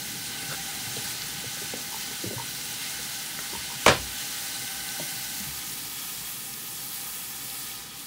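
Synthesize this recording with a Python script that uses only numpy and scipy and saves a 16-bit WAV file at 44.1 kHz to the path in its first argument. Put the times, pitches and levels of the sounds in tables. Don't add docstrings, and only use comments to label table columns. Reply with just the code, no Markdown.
import sys
import numpy as np
from scipy import signal
from scipy.fft import rfft, irfft
from scipy.io import wavfile

SR = 44100
rng = np.random.default_rng(int(sys.argv[2]) if len(sys.argv) > 2 else 0)


def nominal_scale(level):
    x = np.asarray(level, float) / 20
    return 10 ** x


def persist_wave(psi):
    counts = np.round(np.clip(psi, -1, 1) * 32767).astype(np.int16)
    wavfile.write(sys.argv[1], SR, np.atleast_2d(counts).T)


N = 355446
T = np.arange(N) / SR
FFT_SIZE = 360000
HZ = np.maximum(np.fft.rfftfreq(FFT_SIZE, 1 / SR), 1)


def rms_one(x):
    return x / np.sqrt(np.mean(x ** 2) + 1e-20)


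def noise_spectrum():
    return rfft(rng.standard_normal(N), FFT_SIZE)


def at_hz(points, hz):
    table_hz, values = np.transpose(points)
    return np.interp(np.log(hz), np.log(table_hz), values)


def drift(rate_hz):
    hop = 40
    pole = np.exp(-2 * hop * np.pi * rate_hz / SR)
    chance = rng.standard_normal(N // hop + 2002)
    slow = signal.lfilter([1], [1, -2 * pole, pole ** 2], chance)[2000:]
    return np.interp(np.arange(N) / hop, np.arange(len(slow)), rms_one(slow))


def ring(clicks, hz, t60):
    pole = nominal_scale(-60 / (max(t60, .001) * SR))
    angle = 2 * np.pi * hz / SR
    return signal.lfilter([0, np.sin(angle)], [1, -2 * pole * np.cos(angle), pole ** 2], clicks + 1e-18)


def add(track, s, sound):
    i = round(s * SR)
    track[i:i + len(sound)] += sound[:N - i]


def colour(spectrum, modes=()):
    db = at_hz(spectrum, HZ)
    for hz, width, boost in modes:
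        db = db + boost / (1 + (2 * (HZ - hz) / width) ** 2)
    return nominal_scale(db)


def band(hz, octaves):
    return np.cos(np.pi / 2 * np.clip(np.log2(HZ / hz) / octaves, -1, 1)) ** 2


def comb(echoes):
    return 1 + sum(gain * np.exp(-2j * np.pi * HZ * delay) for delay, gain in echoes)


def parts(events, shape):
    rows = []
    for s, db, hz, t60 in events:
        for ratio, part_db, longer in shape:
            rows.append((s, db + part_db, hz * ratio, t60 * longer))
    return rows


def blows(table, contact_cycles):
    out, t = np.zeros(N), T[:SR // 2]
    for s, db, hz, t60 in table:
        push = (t < contact_cycles / hz) * np.sin(np.pi * t * hz / contact_cycles)
        add(out, s, nominal_scale(db) * ring(push / push.sum(), hz, t60))
    return out


def soft_blows(rows):
    out, t = np.zeros(N), T[:SR // 2]
    rise_cycles = 0.92
    for s, db, hz, t60 in rows:
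        swell = 1 - np.exp(-t * hz / rise_cycles)
        add(out, s, nominal_scale(db - 60 * t / t60) * swell * np.sin(2 * np.pi * hz * t))
    return out


def resonant_swells(rows):
    out = np.zeros(N)
    for s, length, db, hz, width_hz in rows:
        t = T[T < length]
        t60 = np.log(1000) / (np.pi * 1.5 * width_hz)
        once = ring(rng.standard_normal(2 * SR), hz, t60)
        tone = ring(once, hz, t60)[-len(t):]
        add(out, s, nominal_scale(db) * rms_one(tone) * np.sin(np.pi * t / length))
    return out


def through_modes(spans, modes):
    return resonant_swells([(s, length, db + mode_db, hz, width)
                            for s, length, db in spans for hz, width, mode_db in modes])


# f/Hz, density level/dB
FLAME_SPECTRUM = [(35, -28), (60, -6), (82, -18), (105, -6.5), (120, -1), (150, -2), (200, -4), (290, -4.5),
                  (380, -12.5), (500, -12)]
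# f/Hz, rms level/dB
HUM = [(59.2, -65)]


def burner():
    flame = noise_spectrum() * colour(FLAME_SPECTRUM) * (HZ < 500) * (HZ > 35)
    noise = rms_one(irfft(flame)[:N])
    hum = sum(np.sqrt(2) * nominal_scale(db) * np.sin(2 * np.pi * hz * T) for hz, db in HUM)
    level_db = -46.5 - 0.74 * T
    return nominal_scale(level_db + .8 * drift(6)) * noise + hum


# t/s, peak level/dB, f/Hz
THUDS = [(.485, -30.5, 139), (.87, -32.5, 118), (0.973, -30, 124), (1.03, -40, 85), (1.379, -37, 183),
         (1.46, -30.5, 119), (1.63, -34, 132), (2.258, -26.5, 113), (2.36, -27, 122), (3.56, -37, 75),
         (3.745, -35, 130), (5.01, -33, 172), (5.122, -38, 150), (5.401, -30.5, 196.5), (5.41, -39, 79),
         (5.465, -32, 141), (5.47, -36, 70)]


def thuds():
    ring_cycles = 15.7
    return soft_blows([(s, db + 3.0, hz, ring_cycles / hz) for s, db, hz in THUDS])


# t/s, peak level/dB, f/Hz, T60/s
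KNOCKS = [(.43, -25, 290, 0.018), (.965, -33, 444, 0.075), (1.44, -33, 466, .04), (1.57, -42, 530, .06),
          (1.615, -37, 395, 0.087), (1.737, -18, 490, .018), (2.11, -41, 413, .06),
          (2.238, -23.5, 327, 0.056), (2.262, -33, 400, .07), (2.308, -25, 382, 0.037),
          (2.33, -35.5, 520, 0.071), (2.99, -40, 480, 0.051), (3.39, -35, 305, .022),
          (3.529, -30, 363, .041), (4.996, -29, 600, .045), (4.996, -31, 270, .05)]
# frequency ratio/1, level/dB, decay ratio/1
WOOD = [(1.013, 1, 0.84), (1.52, -8.5, .9), (.56, -9.5, 2.5)]


def knocks():
    return soft_blows(parts([(s, db + 4.0, hz, t60) for s, db, hz, t60 in KNOCKS], WOOD))


# t/s, peak level/dB, f/Hz
TAPS = [
    (1.927, -34, 890),
    (2.381, -30.5, 920),
    (3.535, -34.5, 923),
    (3.7, -37.5, 960),
]
# frequency ratio/1, level/dB, decay ratio/1
VESSEL = [(1, 1, 1), (1.07, -4, .8), (0.495, -6, .8)]


def taps():
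    bounce_s, bounce_db, t60 = .016, 2.5, .045
    touches = [(s + k * bounce_s, db + k * bounce_db, hz, t60) for s, db, hz in TAPS for k in range(2)]
    return soft_blows(parts(touches, VESSEL))


# t/s, peak level/dB, f/Hz
SNAPS = [
    (1.737, -31, 2360),
    (3.39, -25, 1980),
]
# frequency ratio/1, level/dB, decay ratio/1
SNAP_MODES = [(0.95, -0.5, 1), (.71, -1, .9), (.36, -10, 1.2)]


def snaps():
    t60 = .015
    return blows(parts([(*snap, t60) for snap in SNAPS], SNAP_MODES), contact_cycles=0.24)


# t/s, length/s, level/dB
SCRAPE = (.488, .075, -40)
# f/Hz, width/Hz, level/dB
SCRAPED = [(543, 190, -4), (1480, 170, 2.5), (1950, 450, -9), (3560, 110, -4)]


def scrape():
    return through_modes([SCRAPE], SCRAPED)


# t/s, peak level/dB, f/Hz, T60/s
BANG = [(3.8615, -16, 2930, .01), (3.8628, -10.5, 6440, 0.0092), (3.8630, -6, 3800, 0.0053),
        (3.8638, -2, 2330, 0.0084), (3.8636, -4.5, 1116, 0.023), (3.8655, -1, 610, 0.017),
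        (3.869, -21.5, 470, 0.18), (3.878, -9, 620, 0.033), (3.881, -9, 1250, 0.031),
        (3.887, -17, 1040, .11), (3.879, -17.5, 9400, 0.014), (3.89, -19.5, 131, 0.25),
        (3.88, -28, 92.5, 0.49), (3.98, -29, 59.3, 0.65)]


def bang():
    return blows(BANG, contact_cycles=0.47)


def splinter():
    rise_s, fall_s = .002, .0035
    age = np.maximum(T - BANG[0][0], 0)
    bright = signal.butter(1, [2500, 8000], "band", fs=SR, output="sos")
    noise = signal.sosfilt(bright, rng.standard_normal(N))
    return noise * np.minimum(age / rise_s, 1) ** 2 * np.exp(-np.maximum(age - rise_s, 0) / fall_s)


RATTLE_HZ = [500, 640, 1000, 1050, 1310, 2050, 2900]


def rattle():
    start_s, per_s, level_db, t60, ring_cycles = 3.884, 1500, -20, .22, 24.0
    out, t = np.zeros(N), T[:SR // 3]
    happens = rng.random(len(t)) < per_s / SR
    clicks = happens * rng.standard_normal(len(t)) * nominal_scale(-60 * t / t60)
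    dealt = rng.integers(0, len(RATTLE_HZ), len(t))
    for k, hz in enumerate(RATTLE_HZ):
        add(out, start_s, ring(clicks * (dealt == k), hz, ring_cycles / hz))
    return nominal_scale(level_db) * out


# f/Hz, T60/s
WALL_T60 = [(100, 0.67), (400, 0.2), (1500, 0.22), (5000, 0.24), (12000, 0.13)]
# f/Hz, level/dB
WALL_COLOUR = [(40, -4), (120, -6), (600, 4.5), (1200, 6), (3000, 0), (8000, -8.5), (10500, -16.5),
               (13000, -30), (16000, -45)]


def kitchen(x):
    first_wall_s = .013
    white = noise_spectrum() * colour(WALL_COLOUR)
    t = T[:SR // 2]
    age = np.maximum(t - first_wall_s, 0)
    tail = np.zeros(len(t))
    for hz in 62 * 2. ** np.arange(9):
        tail += irfft(white * band(hz, 1))[:len(t)] * nominal_scale(-60 * age / at_hz(WALL_T60, hz))
    tail = tail * np.clip((t - first_wall_s) / .005, .4, 1)
    return signal.fftconvolve(x, tail / np.sqrt(np.sum(tail ** 2)))[:N]


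# t/s, peak level/dB, f/Hz
SPITS = [
    (1.22, -22, 4620),
    (4.5494, -41, 3320),
    (4.679, -23, 3040),
    (4.89, -23, 3600),
    (6.539, -26, 5250),
    (7.5005, -25, 3850),
    (7.7156, -27, 3500),
]
# frequency ratio/1, level/dB
DROPLET = [(.8, -2.5), (1, 1.5), (1.3, -3)]


def spits():
    out, click = np.zeros(N), 1. * (np.arange(600) == 0)
    for s, db, hz in SPITS:
        for k, (ratio, part_db) in enumerate(DROPLET):
            sign = (-1) ** k
            add(out, s, sign * nominal_scale(db + part_db) * ring(click, hz * ratio, t60=0.0043))
    return out


# t/s, length/s, level/dB
LOUD_SPOTS = [
    (0, .8, -50),
    (4.4, 1.1, -49.5),
]
# f/Hz, width/Hz, level/dB
SPOT_MODES = [(790, 32, -2.5), (1540, 55, 0), (2025, 130, -1)]


def loud_spots():
    return through_modes(LOUD_SPOTS, SPOT_MODES)


# t/s, length/s, level/dB, f/Hz, width/Hz
JETS = [
    (.3, .78, -53, 9200, 1500),
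    (2.7, 1, -47.5, 9800, 1700),
    (4.25, 1.1, -46.5, 8950, 900),
    (4.6, .9, -49, 5600, 500),
    (.42, .75, -51.5, 790, 55),
    (3.55, 0.023, -42, 3200, 421.2),
    (4.535, .03, -40, 4100, 500),
]


def jets():
    return resonant_swells(JETS)


def crackle():
    per_s, spread_db, ring_cycles = 5000, 3.0, 38
    pop_share, fizz_share = 0.12, 0.15
    sizes = nominal_scale(spread_db * np.minimum(rng.exponential(1, N), 4.5)) * rng.choice([-1, 1], N)
    pops = sizes * (rng.random(N) < per_s * nominal_scale(3.0 * drift(15)) / SR)
    dealt = rng.integers(0, 30, N)
    fizz = np.zeros(N)
    for k, hz in enumerate(np.geomspace(2400, 15500, 30)):
        bubbles = pops[::-1] * (dealt == k)
        fizz += np.sqrt(hz) * rms_one(ring(bubbles, hz, ring_cycles / hz))
    steam = np.sqrt(1 - pop_share - fizz_share) * rng.standard_normal(N)
    return np.sqrt(pop_share) * rms_one(pops) + np.sqrt(fizz_share) * rms_one(fizz) + steam


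# t/s, sizzle level/dB, aim at the open steam level/dB
PATH = [(0.0, -38, -6.5), (0.3, -38, -8), (1.0, -37, -8), (1.9, -38.5, -7), (2.5, -37.5, -7.5),
        (3.8, -37.5, -8), (4.05, -38, -7), (4.5, -37, -6), (4.9, -38, -6), (5.25, -40, -2.5),
        (6.0, -41, 1.5), (6.4, -42, 2), (7.05, -43, 4), (7.5, -42, 3.5), (7.75, -42.5, 0), (8.06, -44.5, 0)]
MOVE_S = [5.35, 5.85]
CONTROL_HZ = [900, 3200, 8500, 13500]
AIM_SHARE = [0.22, 0.0019, 0.4, 0.9]
# t/s, length/s, level/dB
SHADE = (7.76, 0.24, -5.5)
# f/Hz, density level/dB
OVER_LID = [(180, -38), (300, -21), (600, -11), (1100, -5.5), (1500, -6.5), (2500, -5.5), (4000, -3),
            (5000, -4), (6200, -4), (7500, -6), (9300, -5.5), (12000, -9.5), (15500, -7.5)]
BESIDE_RIM = [(180, -40), (300, -20), (454, -9.5), (613, -4.5), (900, -7.5), (1400, -10.5), (2400, -7.5),
              (3500, -4.5), (5500, -4.5), (8000, -4.5), (11000, -3.5), (13000, -5), (15500, -3)]
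# f/Hz, width/Hz, boost level/dB
LID_MODES = [(798, 62, 12), (1516, 57, 7.5), (1668, 42, 4), (2013, 190, 5), (2970, 116, 3),
             (4010, 190, 2.5), (636, 170, -2), (1090, 150, -8)]
RIM_MODES = [(798, 42, 9.5), (1251, 71, 14.5), (1750, 146, 9.5), (2253, 72, 9.5), (2660, 47, 7),
             (3280, 120, 5), (4540, 90, 3), (600, 120, -12.5)]
# delay/s, gain/1
LID_ECHOES = [(.00067, 0.046), (.0019, 0.064), (.0033, 0.12), (.0047, .1)]
RIM_ECHOES = [(.00203, 0.19), (.0037, 0.044), (.0052, .1)]


def sizzle():
    patchy_db, swell_db = 0.74, 0.43
    source = rfft(crackle(), FFT_SIZE)
    path_s, path_db, path_aim_db = np.transpose(PATH)
    sizzle_db, aim_db = np.interp(T, path_s, path_db), np.interp(T, path_s, path_aim_db)
    beside = np.interp(T, MOVE_S, [0, 1])
    shade_s, shade_length, shade_depth = SHADE
    shade_db = shade_depth * np.sin(np.pi * np.clip((T - shade_s) / shade_length, 0, 1))
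    controls = sizzle_db + np.outer(AIM_SHARE, aim_db) + np.outer([0, 0.039, 0.63, 1], shade_db)
    middle = (HZ > 1500) & (HZ < 6000)
    together = drift(1.3)
    places = []
    for spectrum, modes, echoes, weight in ((OVER_LID, LID_MODES, LID_ECHOES, 1 - beside),
                                            (BESIDE_RIM, RIM_MODES, RIM_ECHOES, beside)):
        shape = colour(spectrum, modes) * np.abs(comb(echoes))
        shape = shape / np.sqrt(np.sum(shape[middle] ** 2) / len(HZ))
        usual = controls @ weight / weight.sum()
        places.append((shape * source, weight, usual - usual[1]))
    out = np.zeros(N)
    for hz in 280 * 2 ** (np.arange(13) / 2):
        reach = np.array([np.interp(np.log(hz), np.log(CONTROL_HZ), row) for row in np.eye(4)])
        flicker = nominal_scale(reach @ controls + swell_db * together + patchy_db * drift(7.7))
        for tone, weight, balance in places:
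            out += flicker * weight * nominal_scale(-reach @ balance) * irfft(tone * band(hz, 1 / 2))[:N]
    return out


def scene():
    steady = burner() + scrape() + loud_spots() + jets() + sizzle()
    small, hit = thuds() + knocks() + taps() + snaps(), bang()
    direct = T < BANG[6][0]
    strike = 1. * (np.arange(N) == round(BANG[1][0] * SR))
    echoes = kitchen(nominal_scale(-15) * hit * direct + nominal_scale(17) * strike + nominal_scale(-16) * small)
    struck = small + spits() + hit + rattle() + echoes + nominal_scale(-10.0) * splinter()
    mic_low_cut = signal.butter(3, 70, "high", fs=SR, output="sos")
    return np.array([steady + signal.sosfilt(mic_low_cut, struck)] * 2)


def roll_off(x):
    return signal.sosfilt(signal.butter(12, 17100, fs=SR, output="sos"), x)


def record(dry):
    rounded = rfft(np.tanh(dry / 1.304) * 1.284, FFT_SIZE)
    mix = irfft(rounded * (HZ < 15750))[:, :N]
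    return roll_off(mix)


dry = scene()
out = record(dry)
persist_wave(out)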